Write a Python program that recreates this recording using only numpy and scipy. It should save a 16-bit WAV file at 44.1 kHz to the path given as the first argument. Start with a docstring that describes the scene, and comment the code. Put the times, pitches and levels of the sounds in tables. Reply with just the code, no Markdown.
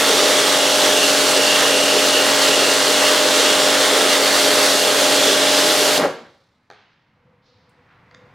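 """An electric pressure washer drones and rattles on a walled terrace as its piston pump turns.
Its swinging jet breaks into drops that hiss on the tiles, ring a grate and churn in the drain.
Near six seconds the trigger is let go: the jet cuts off, the pump labours against the shut valve
and stops, and the walls ring out. In the quiet the plastic lance (the spray wand) knocks and the hose
coupling clicks, among soft rustles, a breathy hiss, steps, one drip and a slowly growing far rumble."""
import sys
import numpy as np
from scipy import signal
from scipy.fft import rfft, irfft, next_fast_len
from scipy.io import wavfile
from scipy.ndimage import uniform_filter1d, map_coordinates

SR = 44100
rng = np.random.default_rng(int(sys.argv[2]) if len(sys.argv) > 2 else 0)


def store_wav(level_fs):
    """Save 16-bit WAV to argv[1]."""
    pcm = np.round(np.clip(np.atleast_2d(level_fs), -1, 1) * 32767)
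    wavfile.write(sys.argv[1], SR, pcm.T.astype(np.int16))


N = 367794
T = np.arange(N) / SR
RELEASE_S, STALL_S = 5.982, 6.062  # the trigger valve shuts; the pressure switch stops the motor

# the tones of the pump's drone: (pitch [times the shaft speed], level [dB])
PUMP_TONES = [(3, -47.7), (5, -47.5), (6, -31.0), (7, -42.6), (8, -44.8), (9, -33.7), (10, -43.1),
              (11, -31.0), (12, -36.1), (13, -24.5), (14, -35.2), (15, -35.7), (17, -36.5), (18, -34.0),
              (19, -42.5), (21, -44.9), (22, -44.7), (23, -41.6), (24, -41.2), (25, -46.2), (27, -40.7),
              (29, -47.3), (30, -39.7), (31, -46.9), (33, -44.7), (34, -47.4), (35, -45.2), (36, -45.4),
              (37, -47.4), (41, -44.2)]
# mains hum and motor whine: (pitch [Hz], level [dB])
MOTOR_TONES = [(100, -63.5), (200, -46.5), (1526, -53.5), (1907, -43)]
# the pump housing, shaken by the valves: (frequency [Hz], level [dB])
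HOUSING_SPECTRUM = [(20, -38.5), (65, -36.5), (110, -22.5), (190, -14), (290, -5), (430, -0.5), (550, 0.5),
                    (680, -5), (1000, -12), (1800, -8.5), (4000, -17), (9000, -30.5), (16000, -43.5)]
# the jet's hiss: (frequency [Hz], level [dB])
HISS_SPECTRUM = [(200, -34.5), (700, -15.5), (1300, -4), (2100, -6), (2450, -5), (3300, 1), (4600, -2),
                 (5400, -2), (7500, -5), (10000, -10), (16000, -29)]
# aiming the lance shifts the hiss between two peaks: (time [s], share of the upper peak [0-1])
HISS_AIM = [(0, 0.5), (.6, 0.5), (.93, 0.2), (1.07, 0.9), (1.8, 0.7), (2.1, 0.8), (3.05, 0.5), (3.95, .3),
            (4.3, 0.8), (4.85, 0.8), (5.35, 0.3), (5.6, .2), (5.82, 0.9)]
# water hitting stone: (frequency [Hz], level [dB])
STONE_SPECTRUM = [(400, -29), (800, 0.5), (1250, 1), (2100, 0), (2400, -6.5), (4000, -21.5)]
# the jet slaps squarely on wet stone: (middle time [s], length [s], level [dB])
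STONE_SLAPS = [(.35, .16, -27), (1.61, 0.15, -22), (2.27, 0.34, -26), (2.65, 0.13, -26.5),
               (3.06, 0.23, -22), (3.95, 0.38, -25)]
# the ringing slots of the grate: (pitch [Hz], width [Hz], level [dB])
GRATE_RING = [(2810, 290, 0)]
# the jet crosses the grate: (middle time [s], length [s], level [dB])
GRATE_CROSSINGS = [(.65, .2, -25), (1.03, .16, -22.5), (1.52, 0.45, -23), (1.88, 0.37, -24),
                   (2.17, .16, -23.5), (2.58, .24, -22), (3.04, .22, -25.5), (3.5, .12, -28.5),
                   (4.05, .14, -30.5), (4.86, .1, -27), (5.45, .14, -30.5), (5.86, .1, -29)]
# the finest spray: (frequency [Hz], level [dB])
SPRAY_SPECTRUM = [(4000, -29.5), (8000, -2), (10000, 0), (13000, -0.5), (16000, -16.5)]
# the shape of the spray's rise and fall: (time [s], level [dB])
SPRAY_SHAPE = [(0.0, -26), (0.11, -29.5), (0.78, -28), (3.91, -30.5), (4.57, -26), (5.5, -29.5),
               (5.75, -26.5), (5.95, -27.5)]
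# the hollow of the drain: (pitch [Hz], width [Hz], level [dB])
DRAIN_RING = [(407, 130, 0.5), (550, 190, -1.5)]
# water plunges into the drain with a low gulp: (middle time [s], length [s], level [dB])
DRAIN_GULPS = [(.2, 0.41, -23.5), (.98, 0.07, -28.5), (1.39, 0.043, -18.5), (1.69, 0.089, -23),
               (1.96, .08, -20), (2.17, 0.037, -22.5), (2.51, 0.046, -22), (2.9, .06, -23.5),
               (3.42, 0.1, -22), (3.65, 0.12, -25.5), (3.98, 0.19, -22), (4.23, .06, -24),
               (4.91, .08, -23.5), (5.3, 0.15, -21.5), (5.68, .08, -23.5), (5.82, 0.066, -25)]
# a piston stroke against the shut valve: (frequency [Hz], level [dB])
STROKE_SPECTRUM = [(40, -43.5), (75, -31), (120, -11.5), (250, 0), (520, 2.5), (800, -2), (1500, -7.5),
                   (4000, -31.5), (12000, -54)]
# water fizzing away over the tiles: (pitch [Hz], width [Hz], level [dB])
FIZZ_BAND = [(3900, 2400, 0)]
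# how long the terrace walls echo: (frequency [Hz], time to fade by 60 dB [s])
WALL_FADES = [(100, .55), (500, .5), (2000, .55), (5000, .5), (8000, .38), (11000, .27), (15000, .18)]
# the plastic lance: (pitch [Hz], width [Hz], level [dB])
LANCE_RING = [(420, 120, -2), (850, 350, -4), (1180, 260, -2), (1480, 420, 0), (2380, 500, -9),
              (3800, 1600, -13), (6800, 3000, -27)]
# rustles and a breathy hiss: (start [s], time to fade by 60 dB [s], level [dB], pitch [Hz], width [Hz])
SWISHES = [(6.71, 1.23, -54.5, 1750, 3000), (7.42, 1.25, -61.5, 4270, 3000), (7.87, .5, -52, 1490, 1415)]
# soft steps: (time [s], level [dB])
STEPS = [(7.247, -52), (8.075, -55), (8.175, -50)]
# the slab underfoot: (pitch [Hz], width [Hz], level [dB])
SLAB_RING = [(110, 26, -6), (185.7, 75, -5)]
# a drop lands on wet stone: (time [s], level [dB])
DRIP_TICKS = [(7.694, -60.5)]
# clicks of the hose coupling: (time [s], level [dB])
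COUPLING_CLICKS = [(8.112, -38.5), (8.143, -41), (8.147, -33)]
# the hose coupling: (pitch [Hz], width [Hz], level [dB])
COUPLING_RING = [(1120, 330, -1), (1950, 260, 2), (2140, 70, 5.5), (3620, 260, -8), (4720, 250, -8),
                 (6600, 350, -12)]
# a deep, distant rumble: (frequency [Hz], level [dB])
RUMBLE_SPECTRUM = [(20, -14), (60, -8.5), (105, 5), (160, 1), (260, -3), (330, -11.5), (600, -47)]
# the rush of far-off surroundings: (frequency [Hz], level [dB])
RUSH_SPECTRUM = [(150, -11.5), (400, -2.5), (700, -1), (950, 2), (1400, -2.5), (2100, -3.5), (3000, -12.5),
                 (5000, -21.5), (6500, -30), (10000, -42.5), (15000, -51.5)]
# a far hum comes and goes: (middle time [s], length [s], level [dB])
FAR_HUMS = [(7.29, 0.16, -61.5), (7.62, 0.51, -64.5), (8.22, 0.23, -59)]
# how alike the two ears hear a sound: (frequency [Hz], likeness [0-1])
EAR_LIKENESS = [(200, 1), (380, .985), (950, .94), (2400, .93), (6000, .89), (15000, .8)]
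# how the two microphones differ: (frequency [Hz], left minus right [dB])
MIC_BALANCE = [(200, 0), (300, -.7), (650, 1.2), (1200, -.4), (3500, -1), (6500, -2), (12000, 1),
               (16000, 1.2)]


def amp(db):
    """Turn decibels into a number to multiply by."""
    return 10 ** (np.asarray(db) / 20)


def unit(x):
    """Scale a sound to an average (rms) strength of 1."""
    return x / np.sqrt(np.mean(x ** 2) + 1e-20)


def along(points, hz):
    """Read between (frequency, value) points, giving each octave about equal room."""
    freqs, values = np.transpose(points)
    return np.interp(np.log(hz + 1), np.log(freqs + 1), values)


def wobble(rate):
    """A smooth random curve through `rate` random values a second."""
    knots = rng.standard_normal(int(N * rate / SR) + 4)
    places = np.arange(0, len(knots) - 1, 1 / 8)
    return np.interp(T * rate, places, map_coordinates(knots, [places]))


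def until(stop, t60):
    """Full level up to `stop`, then a fade of 60 dB every t60 seconds."""
    return amp(-60 * np.maximum(T - stop, 0) / t60)


def swells(rows):
    """A loudness curve of smooth bumps; each one's length is taken at half its height."""
    t = T[::SR // 1000]
    power = sum(amp(db) ** 2 * .5 ** (2 * (2 * (t - s) / length) ** 2) for s, length, db in rows)
    return np.interp(T, t, np.sqrt(power + 1e-20))


def filtered(x, response):
    """Turn each frequency of x up or down as the filter `response` says."""
    size = next_fast_len(N + SR // 2)
    return irfft(rfft(x, size) * response(np.fft.rfftfreq(size, 1 / SR)), size)[..., :N]


def colour(points):
    """A filter that follows a spectrum table."""
    return lambda hz: amp(along(points, hz))


def body(rings, passes=1):
    """A filter for an object that rings at a few pitches; a second pass steepens the peaks."""
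    return lambda hz: sum((-1) ** k * amp(db) * 1j * hz * width / (pitch**2 - hz**2 + 1j * hz * width)
                          for k, (pitch, width, db) in enumerate(rings)) ** passes


def ears(hz):
    """How much the ears share (mid) and differ (side): bass is alike in both, treble less so."""
    turn = np.arccos(np.clip(along(EAR_LIKENESS, hz), -1, 1)) / 2
    return np.array([np.cos(turn), np.sin(turn)])


def noise(response, drive=1):
    """Stereo noise of strength 1, made to flutter by `drive` and then filtered."""
    mid, side = filtered(drive * rng.standard_normal((2, N)), lambda hz: response(hz) * ears(hz))
    return unit(np.array([mid + side, mid - side]))


def struck(events, response, contact_s):
    """Short scuffs make an object ring, one for each (time, peak level) event."""
    out, t = np.zeros(N + SR), np.arange(SR // 4) / SR
    gain = response(np.fft.rfftfreq(len(t), 1 / SR))
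    lead = SR // 100
    for s, db in events:
        force = np.roll(rng.standard_normal(len(t)) * amp(-60 * t / contact_s), lead)
        ring = irfft(rfft(force) * gain, len(t))
        out[round(s * SR) - lead:][:len(t)] += amp(db) * ring / np.abs(ring).max()
    return out[:N]


def pump(shaft_hz=46.5, rattle_db=-24.5, left_lead_s=.00008):
    """The shaft and motor drone, while the valves rattle the housing in two swells a turn."""
    speed = shaft_hz + .04 * wobble(3)
    angle = 2 * np.pi * np.cumsum(speed) / SR
    ear_angle = angle + np.pi * shaft_hz * left_lead_s * np.array([[1], [-1]])  # it stands to the left
    tone = lambda phase, db: np.sqrt(2) * amp(db + wobble(7)) * np.sin(phase)
    # the tones tend to crest together on each stroke; the housing scatters their timing
    drone = sum(tone(round(k) * ear_angle + rng.normal(0, 1), db) for k, db in PUMP_TONES)
    motor = sum(tone(2 * np.pi * hz * T, db) for hz, db in MOTOR_TONES)
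    valves = amp(4 * np.cos(2 * angle) + 1.3 * np.cos(4 * angle))
    rattle = amp(rattle_db + .6 * wobble(9)) * noise(colour(HOUSING_SPECTRUM), valves)
    return (drone + motor) * until(STALL_S, t60=.18), rattle * until(STALL_S, t60=.04)


def swing(hiss, peaks_hz=(3430, 4420), width_hz=270, peak_db=4.4, patchy_db=.7):
    """As the jet swings, two peaks in its hiss take turns and random patches come and go."""
    hz, t, spectrum = signal.stft(hiss, SR, nperseg=512)
    share = np.interp(t, *np.transpose(HISS_AIM))
    lower, upper = [1 / (1 + ((hz[:, None] - centre) / width_hz) ** 2) for centre in peaks_hz]
    peak = (1 - share) * lower + share * upper
    patches = uniform_filter1d(rng.standard_normal(spectrum.shape[1:]), size=5, axis=0)
    patches = unit(uniform_filter1d(patches, size=30, axis=1))
    spectrum *= amp(peak_db * peak + patchy_db * patches)
    return unit(signal.istft(spectrum, nperseg=512)[1][:, :N])


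def jet(hiss_db=-17, stone_db=-24, grate_db=-32, spray_db=-34, churn_db=-34):
    """The jet breaks into drops on the stone, rings the grate as it crosses and churns the drain."""
    drops = amp(wobble(900) + .44 * wobble(25))
    hiss = amp(hiss_db + .54 * wobble(7.3)) * swing(noise(colour(HISS_SPECTRUM), drops))
    on_grate = swells(GRATE_CROSSINGS)
    missed_db = 4 * on_grate / on_grate.max()  # what falls through the grate misses the stone
    on_stone = amp(stone_db - missed_db + 1.1 * wobble(8))
    stone = np.hypot(on_stone, swells(STONE_SLAPS)) * noise(colour(STONE_SPECTRUM), drops)
    grate_level = np.hypot(amp(grate_db), on_grate) * amp(.9 * wobble(30))
    grate = grate_level * noise(body(GRATE_RING, passes=2), drops)
    shape = np.interp(T, *np.transpose(SPRAY_SHAPE))
    spray_level = amp(spray_db + 2.2 * (shape - shape.mean()) + .8 * wobble(5))
    spray = spray_level * noise(colour(SPRAY_SPECTRUM), drops)
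    churn_level = np.hypot(amp(churn_db + 3 * wobble(12)), swells(DRAIN_GULPS))
    churn = churn_level * noise(body(DRAIN_RING, passes=2))
    # the jet stops at once, but drops still in flight go on landing
    flow = until(RELEASE_S, t60=.012)
    landing = (1 - flow) * until(RELEASE_S, t60=.3) * (amp(-7) * hiss + amp(-3) * spray)
    return (hiss + stone + grate + spray + churn) * flow + landing


def labouring_pump(gap_s=.01, peak_pressure_s=6.043, peak_db=-7.5, fall_db_per_s=70, snap_db=-11):
    """The valve snaps shut; pistons hammer it harder as pressure builds, then fade as the motor stalls."""
    times = np.arange(STALL_S - gap_s / 2, RELEASE_S, -gap_s)
    strokes = [(s, peak_db - fall_db_per_s * abs(s - peak_pressure_s)) for s in times]
    snap = (RELEASE_S - .005, snap_db)
    return struck([snap] + strokes, colour(STROKE_SPECTRUM), contact_s=.027)


def run_off(level_db=-52):
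    """Water fizzes over the tiles and dies away once the jet has stopped."""
    level = amp(level_db + 1.5 * wobble(120)) * until(RELEASE_S, t60=1.5)
    return level * noise(body(FIZZ_BAND, passes=2))


def wall_echoes(x, patterns=20):
    """The walls ring, each frequency fading at its own speed; the echoes drift as the listener moves."""
    out = np.zeros((2, N))
    for weight in np.eye(patterns):
        hz, t, spectrum = signal.stft(rng.standard_normal((2, SR * 3 // 4)), SR, nperseg=256)
        fade = amp(-60 * t / along(WALL_FADES, hz)[:, None])
        mid, side = signal.istft(spectrum * ears(hz)[:, :, None] * fade, SR, nperseg=256)[1]
        tail = np.pad([mid + side, mid - side], ((0, 0), (SR // 200, 0)))  # arrives 5 ms late
        tail /= np.linalg.norm(tail[0])
        # each echo pattern takes one stretch of the sound and blends into the next
        share = np.sqrt(np.interp(T, np.linspace(0, T[-1], patterns), weight))
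        start, end = np.flatnonzero(share)[[0, -1]]
        echo = signal.fftconvolve((x * share)[:, start:end], tail, axes=1)[:, :N - start]
        out[:, start:start + echo.shape[1]] += echo
    return out


def lance_knock(start_s=6.701, level_db=-27.5, gap_s=.011, loss_db=4, soft_hz=3900):
    """The lance knocks with a quick chatter of bounces; the plastic gives way, softening the sound."""
    bounces = [(start_s + gap_s * k, level_db - loss_db * k) for k in range(5)]
    return struck(bounces, lambda hz: body(LANCE_RING)(hz) / (1 + 1j * hz / soft_hz) ** 2, contact_s=.014)


def swishes(rise_s=.05, top_hz=6000):
    """Soft, dull rustles and a faint, breathy hiss start quickly and fade, with little treble."""
    out = np.zeros((2, N))
    for start, t60, db, pitch, width in SWISHES:
        level = np.clip((T - start) / rise_s, 0, 1) * until(start, t60) * amp(db + 1.2 * wobble(200))
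        band = body([(pitch, width, 0)], passes=2)
        out += level * noise(lambda hz: band(hz) / (1 + (hz / top_hz) ** 8))
    return out


def surroundings(rumble_db=-66.5, rush_db=-68, grow_from_s=6.98, hum_hz=496):
    """A distant rumble and rush grow steadily in the quiet, and a faint hum comes and goes."""
    elapsed = np.maximum(T - grow_from_s, 0)
    rumble = amp(rumble_db + 7.5 * elapsed) * noise(colour(RUMBLE_SPECTRUM))
    rush = amp(rush_db + 10 * elapsed + .7 * wobble(5.9)) * noise(colour(RUSH_SPECTRUM))
    hum = swells(FAR_HUMS) * noise(body([(hum_hz, 40, 0)], passes=2))
    return rumble + rush + hum


def footsteps():
    """Soft steps thump the slab."""
    return struck(STEPS, body(SLAB_RING, passes=2), contact_s=.03)


def drip(pitch_hz=8800, width_hz=3500):
    """One drop ticks on wet stone."""
    return struck(DRIP_TICKS, body([(pitch_hz, width_hz, 0)], passes=2), contact_s=.043)


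def coupling_clicks(top_hz=8000):
    """Very short taps ring the hose coupling."""
    response = lambda hz: body(COUPLING_RING)(hz) / (1 + (hz / top_hz) ** 4)
    return struck(COUPLING_CLICKS, response, contact_s=.0033)


def scene():
    """Mix the pump, the water and the small closing sounds with their echoes and the surroundings."""
    drone, rattle = pump()
    machine = rattle + labouring_pump()
    water = jet()
    small_sounds = lance_knock() + coupling_clicks() + drip() + swishes() + footsteps()
    echoes = wall_echoes(amp(-7.5) * machine + amp(-14) * water + amp(-6) * small_sounds)
    direct = drone + amp(-.5) * machine + amp(-.69) * water + run_off() + small_sounds
    return direct + echoes + surroundings()


def record(dry, ceiling=.9, top_hz=15900):
    """Two microphones differ a little in tone; tall peaks are rounded and the highest treble is cut."""
    heard = filtered(dry, lambda hz: amp(np.outer([1, -1], along(MIC_BALANCE, hz)) / 2))
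    rounded = heard / (1 + (heard / ceiling) ** 8) ** (1 / 8)
    treble_cut = lambda hz: np.cos(np.pi / 2 * np.clip((hz - top_hz) / 200 + .5, 0, 1)) ** 2
    return filtered(rounded, treble_cut)


dry = scene()
out = record(dry)
store_wav(out)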